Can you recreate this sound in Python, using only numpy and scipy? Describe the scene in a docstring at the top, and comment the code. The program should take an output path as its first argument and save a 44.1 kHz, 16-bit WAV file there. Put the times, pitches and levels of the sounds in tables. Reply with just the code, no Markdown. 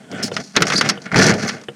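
"""A hand saw makes three strokes through a thin perforated plastic panel, in faint outdoor air.
From the start, uneven tooth bites drive a low flutter, a hollow clack and a bright blade rasp; the handle judders.
Teeth soon snap free as bursts of decaying noise over ringing steel; handle knocks and soft panel thumps join.
Then the blade rubs with a singing hiss, and short gliding tones give a scrape, a tear and later blade squeals.
A deep noise rumble is faint in the pull and swells in the hard last push, where the loose panel slaps
in noise bursts. The close microphone rounds the peaks."""
import sys
import numpy as np
from scipy import signal
from scipy.fft import rfft, irfft
from scipy.io import wavfile
from scipy.ndimage import uniform_filter1d

SR = 44100
rng = np.random.default_rng(int(sys.argv[2]) if len(sys.argv) > 2 else 0)


def dump_mix(stems):
    """Bounce the given channels to the path in sys.argv[1] as a 16-bit WAV at rate SR."""
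    frames = np.atleast_2d(stems).T  # one column per channel
    limited = np.clip(frames, -1, 1)  # hard clip at full scale
    pcm = np.round(limited * 32767).astype(np.int16)
    wavfile.write(sys.argv[1], SR, pcm)


N = 77175  # length in samples


def undb(db):
    """Decibels to gain."""
    return 10 ** (np.asarray(db) / 20)


def unit(x):
    """Scale to rms 1."""
    return x / np.sqrt(np.mean(x ** 2) + 1e-18)


def curve(rows, axis):
    """One column of a table, joined by straight lines in time."""
    rows = np.array(rows, float)
    return np.interp(np.arange(N) / SR, rows[:, 0], rows[:, axis])


def colour(x, points):
    """Causal minimum-phase filter drawn through (f/Hz, level/dB) points."""
    size = 4096
    hz, db = np.array(points, float).T
    bins_hz = np.arange(size // 2 + 1) * SR / size
    gain_db = np.interp(np.log(bins_hz + 1), np.log(hz), db)
    # Folding the cepstrum forward in time puts the energy as early as possible.
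    cepstrum = irfft(np.log(undb(gain_db)))
    cepstrum[1:size // 2] *= 2
    cepstrum[size // 2 + 1:] = 0
    impulse = irfft(np.exp(rfft(cepstrum)))
    return signal.fftconvolve(x, impulse)[:len(x)]


def walk(rate_hz):
    """Smooth random motion with spread 1: noise averaged twice over 1 / rate_hz."""
    span = max(int(SR / rate_hz), 1)
    noise = rng.standard_normal(N)
    return unit(uniform_filter1d(uniform_filter1d(noise, span), span))


def steady(x):
    """Even out slow changes of strength and keep the grain."""
    span = int(0.041 * SR)  # 41 ms
    power = uniform_filter1d(uniform_filter1d(x ** 2, span), span // 2)
    return x / np.sqrt(power + 1e-12)


def ring(points, t60_s):
    """A blow on a body with many close modes that die away together: coloured, decaying noise."""
    t = np.arange(SR // 4) / SR
    decay = np.exp(-np.log(1000) * t / t60_s)
    return colour(rng.choice([-1., 1.], len(t)) * decay, points)


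def modes(table):
    """Separate modes after one blow: decaying sines with alternating signs."""
    t = np.arange(SR // 3) / SR
    tone = 0
    for k, (hz, db, t60_s) in enumerate(table):
        decay = np.exp(-np.log(1000) * t / t60_s)
        tone = tone + (-1) ** k * undb(db) * np.sin(2 * np.pi * hz * t) * decay
    return tone


ATTACK_S = 0.0024  # blow levels are the strongest rms over this stretch


def add(out, start_s, db, blow):
    """Place a blow with its attack at the given level."""
    i = int(start_s * SR)
    blow = blow / np.sqrt(uniform_filter1d(blow ** 2, int(ATTACK_S * SR)).max())
    out[i:i + len(blow)] += undb(db) * blow[:N - i]


def teeth(count):
    """Uneven bites, shared among several contact points, with fine scraping between them."""
    median_rate_hz, jitter = 560, 0.6  # jitter is the spread of the log gap
    scatter_db, deepest = 4, 1.53  # bite size spread, and its upper limit in spreads
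    scrape_db = -10.5  # relative to the bites
    gap, size = rng.standard_normal((N // 40, 2)).T
    at = (np.cumsum(np.exp(jitter * gap)) * SR / median_rate_hz).astype(int)
    inside = at < N
    bite_gain = undb(scatter_db * np.minimum(size[inside], deepest))
    bites = np.bincount(at[inside], bite_gain, N)
    point = rng.integers(0, count, N)
    force = unit(bites) + undb(scrape_db) * rng.standard_normal(N)
    return [force * (point == k) for k in range(count)]


# Modes of the steel blade: (f/Hz, relative level/dB, t60/s)
BLADE_MODES = [(4100, 2, 0.038), (4360, -2, .1), (4620, -29, 0.12), (4585, -0.5, .15), (4850, -19, 0.093),
               (5120, 3.5, .1), (5540, 1, 0.11), (5550, 2, 0.099), (6170, -5.5, 0.13), (6370, -3, 0.061),
               (6960, -2.5, 0.093), (8550, -10, 0.075), (9200, -26, .08)]


def blade(force):
    """A force rings the steel blade's own modes, scaled to unit energy per unit kick."""
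    tone = modes(BLADE_MODES)
    return signal.fftconvolve(force, tone / np.sqrt(np.sum(tone ** 2)))[:N]


# Strokes of the saw: (t/s, flutter level/dB, clack level/dB, rasp level/dB)
FIRST_PUSH = [(0, -45, -50.5, -62), (.095, -45, -74, -67), (0.126, -33, -42.5, -59),
              (0.204, -29, -31.5, -42), (.24, -32, -33.5, -70), (.305, -34.5, -56, -59),
              (0.344, -34, -37, -30.5), (.36, -33, -46.5, -46), (0.398, -26, -31.5, -38),
              (0.439, -43, -54, -41), (.535, -59, -59, -52)]
PULL = [(0.548, -36, -41, -46), (.58, -35, -24, -44), (.60, -26, -35, -50), (.615, -24.5, -29, -41),
        (.655, -24, -35, -49), (0.682, -27, -27.5, -25.5), (.718, -36, -27, -36), (.73, -28, -17, -23),
        (0.741, -22.5, -20.5, -24.5), (0.754, -26, -26.5, -28.5), (0.776, -29.5, -32, -25),
        (.787, -31.5, -22, -14), (.805, -31, -35, -44), (.845, -22.5, -23.5, -35.5), (.87, -26.5, -28, -31),
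        (0.929, -29.5, -34, -52), (1.0, -42.5, -50.5, -58), (1.039, -47, -49, -48.5),
        (1.065, -31, -29.5, -42.5), (1.104, -45, -45.5, -85)]
HARD_PUSH = [(1.126, -27.5, -30, -36), (1.142, -20.5, -27.5, -50), (1.155, -20.5, -26, -42),
             (1.164, -19, -19.5, -20.5), (1.205, -18.5, -14, -22), (1.234, -17, -17.5, -13.5),
             (1.255, -18.5, -18, -24), (1.31, -15.5, -15.5, -20.5), (1.336, -21, -26, -44.5),
             (1.361, -21, -35, -39), (1.417, -29, -29, -32.5), (1.443, -19.5, -27.5, -28.5),
             (1.464, -23.5, -29, -40.5), (1.487, -29.5, -26, -22.5), (1.51, -32, -33, -39),
             (1.55, -32.5, -36, -42.5), (1.60, -42, -44.5, -55), (1.665, -58, -65, -87),
             (1.72, -42, -58, -71), (1.75, -56, -54, -62)]
# Spectra of panel flutter, panel clack and blade rasp: (f/Hz, relative level/dB)
FLUTTER = [(25, -52), (65, -30.5), (90, -39.5), (120, -12.5), (160, -2), (215, -0.5), (280, -2.5),
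           (400, -5.5), (630, -9), (820, -14), (1000, -28.5), (2500, -58)]
CLACK = [(300, -28), (700, -19), (960, -9), (1150, -5), (1400, 0), (1650, -1), (2100, -3.5), (2550, -10),
         (3200, -14), (4200, -18.5), (8000, -60)]
RASP = [(1500, -67), (2600, -11.5), (3600, -12), (4500, 0.5), (5500, 0), (6600, -3.5), (7400, -13),
        (8800, -16), (11000, -23), (13000, -35), (16000, -52)]
# Bending modes, then higher hollow modes, of the panel: (f/Hz, relative level/dB, t60/s)
PANEL_MODES = [(106, -9.5, 0.47), (145, -3.5, 0.55), (182.3, 0.5, 0.16), (213.2, 2.5, 0.19),
               (295, -4.5, 0.073), (360, -5, 0.114), (413, -2, 0.11), (460, -2, 0.097), (642, -2.5, 0.13),
               (800, -9.5, 0.13)]
HOLLOW_MODES = [(1160, -3, 0.056), (1344, 3.5, 0.056), (1392, 1, 0.066), (1513, 5, 0.071),
                (1584, -1, 0.051), (1739, -2, 0.12), (1806, -9.5, 0.072), (2020, -5.5, 0.1),
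                (2200, -1, .09)]


def sawing():
    """The bites shake panel and blade through three strokes; each contact point rings differently."""
    forces = teeth(count=6)
    strokes = [*FIRST_PUSH, *PULL, *HARD_PUSH]
    push = sum(forces) - np.mean(sum(forces))
    # spectrum, t60/s after one tooth, modes, level of the modes relative to the grain/dB
    bodies = [(FLUTTER, 0.046, PANEL_MODES, 1),
              (CLACK, 0.023, HOLLOW_MODES, -3),
              (RASP, 0.023, BLADE_MODES, -7)]
    out = 0
    for column, (spectrum, t60_s, table, ring_db) in enumerate(bodies, start=1):
        grain = steady(sum(signal.fftconvolve(force, ring(spectrum, t60_s))[:N] for force in forces))
        tone = steady(signal.fftconvolve(push, modes(table))[:N])
        body = steady(grain + undb(ring_db) * tone)
        out = out + body * undb(curve(strokes, axis=column))
    return out


# Spectrum of the outdoor air: (f/Hz, relative level/dB)
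AIR = [(25, -33), (80, -28), (180, 7), (500, -22.5), (850, -17), (1500, -18), (6000, -28), (9000, -26),
       (16000, -55)]


def outdoor_air():
    """Faint, constant coloured noise."""
    return undb(-46.5) * unit(colour(rng.standard_normal(N), AIR))


def low_cut(x):
    """Thin out the handle and slap sounds below 80 Hz."""
    return signal.sosfilt(signal.butter(2, 80, "high", fs=SR, output="sos"), x)


# Strength of the handle judder: (t/s, level/dB)
JUDDER = [(0, -59), (.1, -50), (.13, -42.5), (.17, -34), (.21, -49), (.23, -79)]
# Spectrum of the judder: (f/Hz, relative level/dB)
JUDDER_COLOUR = [(300, -28), (480, 2), (750, -25), (1100, -17), (1450, 11), (1900, -9), (2600, -14),
                 (3000, -1), (3400, 0), (4000, -26), (8000, -12), (16000, -61)]


def judder():
    """The handle judders as the first push gets going: coloured tooth bites."""
    grain = steady(colour(sum(teeth(count=1)), JUDDER_COLOUR))
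    return low_cut(grain * undb(curve(JUDDER, axis=1)))


# Teeth snapping free: (t/s, flutter level/dB, clack level/dB, rasp level/dB)
SNAPS = [(.041, -44, -48, -69), (0.103, -34, -52, -60), (0.1145, -28, -37, -34.5),
         (0.2266, -32.5, -36, -30), (.279, -29, -32.5, -31), (0.3656, -42, -15.5, -18),
         (0.5544, -36, -24, -37), (0.564, -14, -9.5, -10.5), (.5695, -17.5, -10.5, -47),
         (.5745, -40, -32, -43), (.605, -22, -21, -30), (.621, -21, -6.5, -12), (0.627, -32, -34, -46),
         (0.654, -42, -37, -30), (0.6688, -31, -19, -17), (0.701, -21.5, -15, -20.5),
         (.7213, -38, -14.5, -24.5), (0.8107, -19, -8, -15), (0.8603, -25, -19, -38),
         (.8897, -38, -15.5, -11), (0.8965, -32, -10, -11), (.901, -22.5, -25, -20), (.956, -33, -37, -45),
         (1.0184, -39, -48, -36.5), (1.159, -13, -13, -21), (1.188, -10.5, -22, -13.5),
         (1.195, -14, -18, -27), (1.2648, -9.5, -39, -12), (1.294, -13, -34, -22), (1.3389, -42, -26, -23),
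         (1.4331, -22.5, -25, -36), (1.4934, -35, -19.5, -27), (1.6138, -39.5, -43, -40.5),
         (1.6365, -52, -41, -43)]
# Spectra of the panel's flutter and clack in a snap: (f/Hz, relative level/dB)
SNAP_FLUTTER = [(25, -36), (70, -27), (120, -8.5), (195, 2.5), (330, 0), (500, -3), (700, -9.5),
                (1000, -18), (2500, -62.5)]
SNAP_CLACK = [(300, -29), (700, -7), (950, -8.5), (1380, 1), (1680, -1.5), (2100, -3), (2600, -7.5),
              (3300, -8), (4200, -15), (8000, -55.5)]


def snaps():
    """A tooth caught on a hole lets go: the panel cracks and the blade rings on."""
    out, kicks = np.zeros(N), np.zeros(N)
    bodies = [(SNAP_FLUTTER, 0.12), (SNAP_CLACK, 0.058), (RASP, 0.034)]  # spectrum, t60/s
    for start_s, *levels in SNAPS:
        for db, body in zip(levels, bodies):
            add(out, start_s, db, ring(*body))
        # The rasp level also sets the kick to the blade.
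        kicks[int(start_s * SR)] = undb(levels[-1]) * np.sqrt(ATTACK_S * SR)
    return out + undb(-12.5) * blade(kicks)


# Hollow knocks of the saw handle: (t/s, level/dB)
KNOCKS = [(.125, -27.5), (0.3158, -22.5), (0.9741, -28.5), (1.6847, -22)]
# Modes of a knock: (f/Hz, relative level/dB, t60/s)
KNOCK_MODES = [(138, -4.5, 0.12), (212, -6, .1), (351, -1.5, 0.075), (472, 2.5, 0.096), (545, -0.5, 0.058),
               (760, -12.5, 0.067), (1404, -6.5, 0.049), (1780, -12, 0.023), (3020, -5.5, 0.048),
               (3570, -8, 0.037)]
# Spectrum of the crack in a knock: (f/Hz, relative level/dB)
KNOCK_CRACK = [(60, -26), (200, -6), (600, 1.5), (1000, -9.5), (1800, -9.5), (2400, -14.5), (2900, -1),
               (3600, -14), (4300, -41), (9000, -31), (16000, -56)]


def knocks():
    """The handle knocks: hollow modes with a short noisy crack on top."""
    out = np.zeros(N)
    for start_s, db in KNOCKS:
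        add(out, start_s, db, modes(KNOCK_MODES))
        add(out, start_s, db - 3, ring(KNOCK_CRACK, t60_s=0.046))
    return low_cut(out)


# Soft thumps: (t/s, level/dB)
THUMPS = [(.131, -27.5), (.237, -20), (.609, -14), (.748, -18), (.781, -17), (0.865, -23), (1.538, -31)]
# Spectrum of a thump: (f/Hz, relative level/dB)
THUMP = [(25, -26), (90, -19), (140, -1), (220, 2), (310, -0.5), (420, -6.5), (600, -25), (1200, -48.5)]


def thumps():
    """The flexing panel bumps its support: soft, low bursts of decaying noise."""
    out = np.zeros(N)
    for start_s, db in THUMPS:
        add(out, start_s, db, ring(THUMP, t60_s=0.088))
    return out


# Strength of the rub: (t/s, level/dB)
RUB = [(.218, -97), (.228, -26.5), (.24, -21.5), (.252, -28), (.275, -32.5), (.305, -63.5)]
# Spectrum of the rub's hiss: (f/Hz, relative level/dB)
RUB_HISS = [(1000, -30), (2000, -8), (3100, -4), (3900, -7), (5300, -1.5), (7500, -5), (10000, -10.5),
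            (13000, -24.5), (16000, -24)]


def rub():
    """Friction on the flat of the blade in the cut makes its modes sing over a hiss."""
    friction = sum(teeth(count=1))
    singing = steady(blade(friction))
    hiss = steady(colour(friction, RUB_HISS))
    return steady(singing + undb(-0.5) * hiss) * undb(curve(RUB, axis=1))


# Short gliding tones: a blade scrape, a rising tear of the panel, blade squeals; one table per tone:
# (t/s, f/Hz before wobble, level/dB before blade ring)
GLIDING_TONES = [
    [(.224, 5366, -40), (.229, 5300, -27), (.242, 5150, -22), (.254, 4800, -48)],
    [(.566, 3400, -14.5), (.571, 3730, -10.5), (.578, 4130, -31), (.585, 4400, -51)],
    [(.752, 4636, -42), (.758, 4550, -20), (.764, 4540, -14), (.777, 5000, -20), (.785, 4780, -16),
     (.794, 4550, -18), (.806, 4400, -35)],
    [(1.469, 6200, -39), (1.475, 6000, -29), (1.492, 5330, -39), (1.503, 4400, -34), (1.512, 4250, -44)],
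]


def gliding_tone(rows):
    """A short, rough tone whose pitch glides and wobbles; it wakes the blade's modes."""
    wobble = 1 + 0.045 * walk(rate_hz=900)
    phase = 2 * np.pi * np.cumsum(curve(rows, axis=1) * wobble) / SR
    tone = np.sin(phase) + undb(-23) * np.sin(2 * phase)  # with a faint octave
    roughness = undb(1.5 * walk(rate_hz=1100))  # 1.5 dB spread
    t = np.arange(N) / SR
    sounding = (t > rows[0][0]) * (t < rows[-1][0])
    glide = steady(tone * roughness) * undb(curve(rows, axis=2)) * sounding
    return glide + undb(-19) * blade(glide)


# Strength of the deep rumble: (t/s, level/dB)
RUMBLE = [(.55, -62), (.57, -29.5), (.66, -39), (.70, -63), (1.10, -69), (1.125, -33.5), (1.16, -14),
          (1.25, -18), (1.32, -21.5), (1.38, -28.5), (1.46, -55), (1.6, -80)]
# Spectrum of the rumble: (f/Hz, relative level/dB)
RUMBLE_COLOUR = [(25, -25), (50, -18), (70, -14), (108, 0), (150, 4.5), (190, 2.5), (260, -17.5), (380, -6),
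                 (500, -14), (630, -8), (830, -8.5), (1100, -30), (2500, -73)]


def rumble():
    """The whole panel heaves under load: deep coloured noise."""
    noise = steady(colour(rng.standard_normal(N), RUMBLE_COLOUR))
    return noise * undb(curve(RUMBLE, axis=1))


# Slaps of the loose half of the panel: (t/s, level/dB)
SLAPS = [(1.1167, -18), (1.1435, -9.5), (1.2165, -10.5), (1.2465, -16)]
# Spectrum of a slap: (f/Hz, relative level/dB)
SLAP = [(500, -32), (1000, -9), (1400, 2.5), (1800, -2.5), (2150, 0.5), (2700, -27), (5000, -21.5),
        (9000, -34), (16000, -60)]


def slaps():
    """The loose half of the panel slaps against the blade: bursts of decaying noise."""
    out = np.zeros(N)
    for start_s, db in SLAPS:
        add(out, start_s, db, ring(SLAP, t60_s=0.044))
    return low_cut(out)


def scene():
    """The saw over faint outdoor air."""
    mix = sawing() + outdoor_air() + judder() + snaps() + knocks() + thumps() + rub()
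    mix = mix + sum(gliding_tone(rows) for rows in GLIDING_TONES) + rumble() + slaps()
    return mix[None]


def record(dry):
    """The microphone rounds the highest peaks and cuts the top above 16 kHz."""
    ceiling = 1  # full scale
    rounded = dry / (1 + (dry / ceiling) ** 6) ** (1 / 6)
    return signal.sosfilt(signal.ellip(8, .2, 70, 16000, fs=SR, output="sos"), rounded)


dry = scene()
out = record(dry)
dump_mix(out)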